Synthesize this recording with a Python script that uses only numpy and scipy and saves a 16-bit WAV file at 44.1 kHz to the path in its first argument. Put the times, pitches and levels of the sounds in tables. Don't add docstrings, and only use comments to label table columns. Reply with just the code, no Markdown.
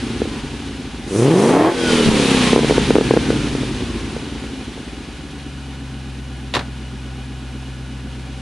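import sys
import numpy as np
from scipy import signal
from scipy.fft import rfft, irfft, next_fast_len
from scipy.io import wavfile
from scipy.ndimage import uniform_filter1d

SR = 44100
rng = np.random.default_rng(int(sys.argv[2]) if len(sys.argv) > 2 else 0)


def bounce(signal):
    frames = np.transpose(np.atleast_2d(signal))
    limited = np.clip(frames, -1, 1)
    pcm = np.round(limited * 32767).astype(np.int16)
    wavfile.write(sys.argv[1], SR, pcm)


N = 370881

# freq_hz, likeness (0-1)
STEREO_LIKENESS = [(100, .96), (600, .95), (1200, .9), (2500, .9), (4500, .76), (9000, .68)]
# pitch_hz, width_hz, level_db
BAY_MODES = [(767, 31, -53.5), (1468, 68, -53), (1684, 50, -55.5), (2464, 34, -57), (2924, 61, -53.5)]
# start_s, panel_db, latch_db, t60_s
DOOR_HITS = [(6.5385, -19, -16, 0.067), (6.55, -18, -15, 0.036), (6.557, -15.5, -26, 0.079),
             (6.566, -20, -26, 0.11), (6.592, -21, -26.5, 0.057), (6.609, -28, -53, 0.097)]
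# freq_hz, level_db
PANEL_COLOUR = [(40, -18), (120, 3), (300, -2), (550, -1.5), (850, -2), (1300, -5), (2000, -9.5),
                (4000, -33), (10000, -43)]
LATCH_COLOUR = [(500, -23), (1500, 2), (2700, 5), (3800, 6), (5000, -3), (7000, -10.5), (11000, -19.5)]
# peak_s, level_db
GUSTS = [(2.085, -4.5), (2.15, -14.5)]
# cycle_multiple, relative_db
WHINE_ORDERS = [(35.3, -4.5), (76.2, -9.5), (118, -17.5)]
# freq_hz, gain_db
WHINE_RADIATION = [(780, -13), (1020, -0.5), (1250, -11), (1450, 3.5), (2200, -9.5), (3100, 6), (5500, 6)]
# freq_hz, level_db
RUSH_COLOUR = [(320, -10.5), (550, -1), (607, -10), (755, -4.5), (824, -4.5), (1100, -7.5), (1410, -7),
               (2060, -7), (2410, -5.5), (3230, -6), (3980, -8), (5230, -14), (7500, -21.5), (9750, -30),
               (16500, -120)]
JET_COLOUR = [(3500, -14), (6000, 3), (7500, -1.5), (9500, 2), (11000, -3.5), (12000, -43)]
# peak_s, half_length_s, level_db
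SPITS = [(1.185, 0.077, -34), (1.45, 0.089, -28.5)]
# start_s, peak_db
POPS = [(0.2181, -5), (0.2552, -15.5), (2.5311, 1), (2.5613, 4), (2.5782, -1), (2.5912, -1), (2.6323, -7),
        (2.6456, -2.5), (2.6972, -4.5), (2.7089, 0.5), (2.7229, -5.5), (2.7803, 0), (2.9062, 4),
        (2.9545, 2), (2.9641, 2), (2.9842, 3.5), (3.0105, -1), (3.1091, 4), (3.1377, 0), (3.1658, -1.5),
        (3.1718, 2), (3.3035, -2), (3.3282, -10.5), (3.5511, -10.5), (3.633, -12.5), (3.806, -17),
        (4.165, -11.5), (4.44, -23), (4.499, -28), (4.777, -20)]
# freq_hz, level_db
POP_PIPE = [(40, -31), (150, -3.5), (270, 10), (350, 5.5), (450, 11.5), (600, -2.5), (900, -9), (1500, -36),
            (3000, -32), (9000, -75)]
CRACK_COLOUR = [(300, -20), (700, -8), (1200, 5), (2200, -1), (4000, -21), (9000, -39)]
# bank (0 or 1), light_load_db, throttle_db
CYLINDERS = [(0, -0.5, -3.5), (1, 1.5, -2.5), (1, -1, -10), (0, -5, -9.5), (1, -14, -2), (0, -2, -0.5),
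             (0, 2, -3), (1, -6.5, -7)]
# cycle_multiple, relative_db
IDLE_ORDERS = [(6, -26), (7, -44), (8, 15.5), (16, 13), (18, -23), (19, 0), (25, -8), (27, -0.5), (29, -31),
               (31, -38), (32, 6), (33, -28), (35, 3), (46, -7)]
LOPE_ORDERS = [(4, -5.5), (5, -9), (6, 5), (8, 3.5), (11, -11), (16, -17), (24, -1)]
# cycle_multiple, early_db, late_db
COAST_ORDERS = [(2, -19, -24), (4, -8, -3), (5, -6.5, -15), (6, 4.5, -0.5), (7, -20, 6), (8, -1.5, 4),
                (9, -34, -44), (10, -5, -12), (11, 2, -3.5), (12, -9, -16), (13, -9.5, -36), (14, -22, 4.5),
                (15, -12, -8), (16, -43, -31)]
# freq_hz, level_db
BURBLE_PIPE = [(25, -55), (42, -9), (56, 7.5), (80, -6), (105, -10.5), (140, 1.5), (182, -13), (225, 3.5),
               (280, 2.5), (340, -4.5), (420, -5.5), (560, -35.5), (1000, -28.5), (3000, -65)]
THROTTLE_PIPE = [(30, -42), (70, -28), (115, 7), (220, 3.5), (340, 8.5), (480, 2.5), (600, -6.5),
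                 (760, -20), (1100, -17), (1600, -24), (3000, -27), (8000, -41.5)]
RASP_PIPE = [(200, -28), (500, -3), (740, -2), (1100, -8), (1400, -18.5), (1900, -16), (3000, -32),
             (8000, -43.5)]

START_HZ, IDLE_HZ = 124.4, 64.4
DRONE_HZ, MISFIRE_HZ, SETTLE_HZ = 245, 230, 76.2
# idle_db, db_per_octave, limit_hz
WHINE_LAW, RUSH_LAW, JET_LAW = (-42, 10.5, 234), (-42, 10.73, 252), (-54.5, 11.24, 274)
BURBLE_LAW, COAST_LAW, BARK_LAW = (-36, 13.17, 155), (-61.5, 22.66, 287), (-19.5, 7.97, 327)
BITE, FULL_LOAD = 0.25, 0.69


def from_db(db):
    return np.exp(np.asarray(db) * (np.log(10) / 20))


def rms_one(x):
    return x / np.sqrt(np.mean(x ** 2) + 1e-20)


def clock():
    return np.arange(N) / SR


def ramp(x, start, end):
    return np.clip((x - start) / (end - start), 0, 1)


def at_hz(points, hz):
    freq_hz, value = np.transpose(points)
    return np.interp(np.log(hz + 1), np.log(freq_hz), value)


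def drift(rate_hz):
    knots = rng.standard_normal(4096)
    return np.interp(np.linspace(0, N / SR * rate_hz, N), np.arange(len(knots)), knots)


def response(spectrum, size=8192):
    gain = from_db(at_hz(spectrum, np.arange(size // 2 + 1) * SR / size))
    cepstrum = irfft(np.log(gain))
    cepstrum[1:size // 2] *= 2
    cepstrum[size // 2 + 1:] = 0
    return irfft(np.exp(rfft(cepstrum)))


def through(x, impulse):
    return signal.oaconvolve(x, impulse)[:N]


def noise(spectrum):
    size = next_fast_len(N, real=True)
    hz = np.arange(size // 2 + 1) * SR / size
    mid, side = rfft(rng.standard_normal((2, size))) * from_db(at_hz(spectrum, hz))
    alike = at_hz(STEREO_LIKENESS, hz)
    left_right = np.sqrt(1 + alike) * mid + np.sqrt(1 - alike) * side * [[1], [-1]]
    return rms_one(irfft(left_right, size)[:, :N])


def evened(x, window_s=0.066):
    size = int(window_s * SR / 2)
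    power = uniform_filter1d(uniform_filter1d(x ** 2, size), size)
    return x / np.sqrt(np.abs(power) + 1e-12)


def by_speed(law, speed):
    idle_db, db_per_octave, limit_hz = law
    return from_db(idle_db + db_per_octave * np.log2(np.minimum(speed, limit_hz) / IDLE_HZ))


def open_air():
    colour = [(15, -13), (50, -2.5), (200, 5), (500, -11.5), (1000, -12.5), (4000, -31.5)]
    return from_db(-40) * noise(colour)


def roadside_scatter(x, t60_s=0.64, echo_db=-19):
    t = np.arange(SR // 4) / SR
    tails = signal.sosfilt(signal.butter(1, 900, fs=SR, output="sos"), rng.standard_normal((2, len(t))))
    tails = tails * from_db(-60 * t / t60_s) * (t > .004)
    passband = np.sqrt(np.mean(np.abs(rfft(tails)[:, :len(t) // 80]) ** 2))
    return np.array([through(side, from_db(echo_db) * tail / passband) for side, tail in zip(x, tails)])


def engine_bay():
    ringing = np.zeros(N)
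    for pitch_hz, width_hz, level_db in BAY_MODES:
        phase = 2 * np.pi * pitch_hz * clock()
        band = drift(2 * width_hz) * np.cos(phase) + drift(2 * width_hz) * np.sin(phase)
        ringing += from_db(level_db) * rms_one(band)
    return ringing


def door():
    t, panel, latch = clock()[:SR // 2], np.zeros(N), np.zeros(N)
    for start_s, panel_db, latch_db, t60_s in DOOR_HITS:
        at = int(start_s * SR)
        decay = from_db(-60 * t / t60_s)
        panel[at:at + len(t)] += from_db(panel_db) * decay
        latch[at:at + len(t)] += from_db(latch_db) * decay
    return panel * noise(PANEL_COLOUR) + latch * noise(LATCH_COLOUR)


def belt(cycle, speed, load, loaded_db=-6, waver_db=2.5):
    whine = np.zeros(N)
    for k, db in WHINE_ORDERS:
        radiation_db = at_hz(WHINE_RADIATION, speed * k / len(CYLINDERS))
        gain = from_db(db + radiation_db + waver_db * drift(24.88))
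        whine += gain * np.sin(2 * np.pi * k * cycle + .018 * k * drift(110))
    return by_speed(WHINE_LAW, speed) * from_db(loaded_db * load) * whine


def buffet(rise_s=0.017, fall_s=0.013):
    t, gusts = clock(), np.zeros(N)
    for peak_s, level_db in GUSTS:
        fade = np.maximum((peak_s - t) / rise_s, (t - peak_s) / fall_s)
        gusts += from_db(level_db) * np.exp(-np.minimum(fade, 20))
    rumble = response([(12, 0), (30, -8), (70, -7), (140, -6), (220, -3), (600, -21), (3000, -65)])
    ports = rng.standard_normal(N) + from_db(-9) * rng.standard_normal((2, N))
    return gusts * np.array([rms_one(through(port, rumble)) for port in ports])


def gas_rush(speed, flow):
    flutter = rms_one(from_db(0.27 * np.clip(evened(flow), -3, 3) + 0.71 * drift(70)))
    spits = sum(from_db(db) * np.exp(-np.minimum(((clock() - peak_s) / half_s) ** 2, 20))
                for peak_s, half_s, db in SPITS)
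    rush = by_speed(RUSH_LAW, speed) * noise(RUSH_COLOUR)
    jet = (by_speed(JET_LAW, speed) + spits) * noise(JET_COLOUR)
    return flutter * (rush + jet)


def pops(crack_db=-21, crack_t60_s=.022):
    start_s, peak_db = np.transpose(POPS)
    clicks = np.bincount((start_s * SR).astype(int), from_db(peak_db), N)
    ring = response(POP_PIPE)
    crack_decay = from_db(crack_db - 60 * clock()[:SR // 10] / crack_t60_s)
    cracks = through(clicks ** 1.5, crack_decay) * noise(CRACK_COLOUR)
    return through(clicks, ring / np.abs(ring).max()) + cracks


def pedal(t, down_s=.964, press_s=.307, up_s=1.817, lift_s=.199):
    return np.clip(np.minimum((t - down_s) / press_s, (up_s - t) / lift_s), 0, 1)


def flywheel(step_s=.001):
    hz, speeds = START_HZ, []
    t = np.arange(0, N / SR, step_s)
    for opening in pedal(t):
        speeds.append(hz)
        pull_hz_per_s = opening * 578.3 * (hz / 200) ** .281
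        drag_hz_per_s = 86.8 * (max(hz - IDLE_HZ, 0) / 100) ** .688
        hz += (pull_hz_per_s - drag_hz_per_s) * step_s
    return np.interp(clock(), t, speeds)


def firings(cycle, cylinder_db, scatter_db, bank_lag_s, jitter_s):
    at = np.flatnonzero(np.diff(np.floor(len(CYLINDERS) * cycle)))
    cylinder = np.arange(len(at)) % len(CYLINDERS)
    bank = np.array(CYLINDERS)[cylinder, 0]
    burn, timing = rng.standard_normal((2000, 2))[:len(at)].T
    late_s = bank_lag_s * bank + np.broadcast_to(jitter_s, N)[at] * timing
    burn_db = np.broadcast_to(scatter_db, N)[at] * np.minimum(burn, 1)
    arrival = np.clip(at + (late_s * SR).astype(int), 0, N)
    return np.bincount(arrival, from_db(cylinder_db[cylinder] + burn_db), N + 1)[:N]


def muffler(x, reflection):
    for lag_s in (.0019, .0031, .0047):
        lag = int(lag_s * SR)
        echoes = np.zeros(12 * lag + 1)
        echoes[0] = -reflection
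        echoes[lag::lag] = (1 - reflection ** 2) * reflection ** np.arange(12)
        x = through(x, echoes)
    return x


def pipe_tones(cycle, orders, smear):
    return evened(sum(from_db(db) * np.cos(2 * np.pi * k * cycle - smear * k ** 2) for k, db in orders))


def throb(cycle, depth, peak_at=0.37):
    return 1 + depth * np.cos(2 * np.pi * (cycle - peak_at))


def idle(cycle, hum_db=-29.5):
    throb_db = 20 * np.log10(throb(cycle, depth=0.67))
    orders = [(k, db + 1.2 * drift(8.8) + (k > 20) * throb_db) for k, db in IDLE_ORDERS]
    return -from_db(hum_db) * pipe_tones(cycle, orders, smear=0.0019)


def burble(cycle, speed, settled, misfire_scatter_db=9.5, idle_scatter_db=1.5):
    scatter_db = misfire_scatter_db + settled * (idle_scatter_db - misfire_scatter_db)
    jitter_s = 0.0004 * (1 - .7 * settled)
    clicks = firings(cycle, np.array(CYLINDERS)[:, 1], scatter_db, bank_lag_s=0.00308, jitter_s=jitter_s)
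    strokes = muffler(through(clicks, response(BURBLE_PIPE)), reflection=0.68)
    pulses = evened(strokes, window_s=.12)
    orders = [(k, db + at_hz(BURBLE_PIPE, speed * k / len(CYLINDERS)) + 5 * drift(16))
              for k, db in LOPE_ORDERS]
    lope = from_db(-7) * (1 - settled) * pipe_tones(cycle, orders, smear=0.0289)
    beat = from_db(-4 * settled) * throb(cycle, depth=.55 * settled)
    return by_speed(BURBLE_LAW, speed) * (beat * pulses + lope)


def coast(cycle, speed, early_hz=304, late_hz=280):
    shift = 0.75 * ramp(speed, early_hz, late_hz)
    orders = [(k, early_db + shift * (late_db - early_db) + 2 * drift(22))
              for k, early_db, late_db in COAST_ORDERS]
    drone = pipe_tones(cycle, orders, smear=0.046)
    churn = noise([(90, -23), (220, 1), (440, 10), (620, -13), (900, -39), (2000, -29)]) * np.abs(drone)
    return by_speed(COAST_LAW, speed) * (drone + from_db(-9) * churn)


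def bark(cycle, speed, echo_s=0.0035):
    clicks = firings(cycle, np.array(CYLINDERS)[:, 2], scatter_db=3.2, bank_lag_s=.00055, jitter_s=.00018)
    size = next_fast_len(N, real=True)
    pipe_gain = from_db(at_hz(THROTTLE_PIPE, np.arange(size // 2 + 1) * SR / size))
    pressure = -irfft(rfft(clicks, size) * pipe_gain, size)[:N]
    strokes = muffler(pressure, reflection=.22)
    echo = np.interp(clock() - echo_s, clock(), strokes)
    pulses = evened(strokes - 0.094 * echo, window_s=0.038)
    rasp = evened(-through(clicks, response(RASP_PIPE)), window_s=0.12)
    puffs = noise(RASP_PIPE) * (.5 + 0.29 * np.abs(pulses))
    force = (speed / speed.max()) ** 1.96
    return by_speed(BARK_LAW, speed) * (pulses + force * (from_db(-7.5) * rasp + from_db(-0.5) * puffs))


def scene():
    speed = flywheel()
    cycle = np.cumsum(speed) / SR / len(CYLINDERS)
    load = ramp(pedal(clock()), BITE, FULL_LOAD) ** 1.63
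    misfiring = ramp(speed, DRONE_HZ, MISFIRE_HZ)
    settled = ramp(speed, SETTLE_HZ, IDLE_HZ)
    drone = from_db(-6 * misfiring) * coast(cycle, speed)
    burbling = from_db(-5 * (1 - misfiring)) * burble(cycle, speed, settled)
    unloaded = drone + burbling + settled * idle(cycle)
    exhaust = load * bark(cycle, speed) + (1 - load) * unloaded
    hiss_lift_db = 1.5 * (1.5 - load) * (1 - misfiring)
    gas = from_db(hiss_lift_db) * gas_rush(speed, exhaust[0])
    car = exhaust + pops() + gas + belt(cycle, speed, load) + engine_bay() + door()
    return open_air() + car + roadside_scatter(car) + buffet()


def record(dry, ceiling_db=-13, detect_s=0.052, recover_db_per_s=50, cutoff_hz=11400):
    smoothing = np.exp(-1 / (detect_s * SR))
    power = signal.lfilter([1 - smoothing], [1, -smoothing], np.mean(dry ** 2, axis=0))
    over_db = np.maximum(10 * np.log10(power + 1e-12) - ceiling_db, 0)
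    recovery_db = recover_db_per_s * clock()
    duck_db = np.maximum.accumulate(over_db + recovery_db) - recovery_db
    clipped = np.clip(dry * from_db(-duck_db), -.98, .98)
    return signal.sosfilt(signal.ellip(10, .1, 80, cutoff_hz, fs=SR, output="sos"), clipped)


dry = scene()
out = record(dry)
bounce(out)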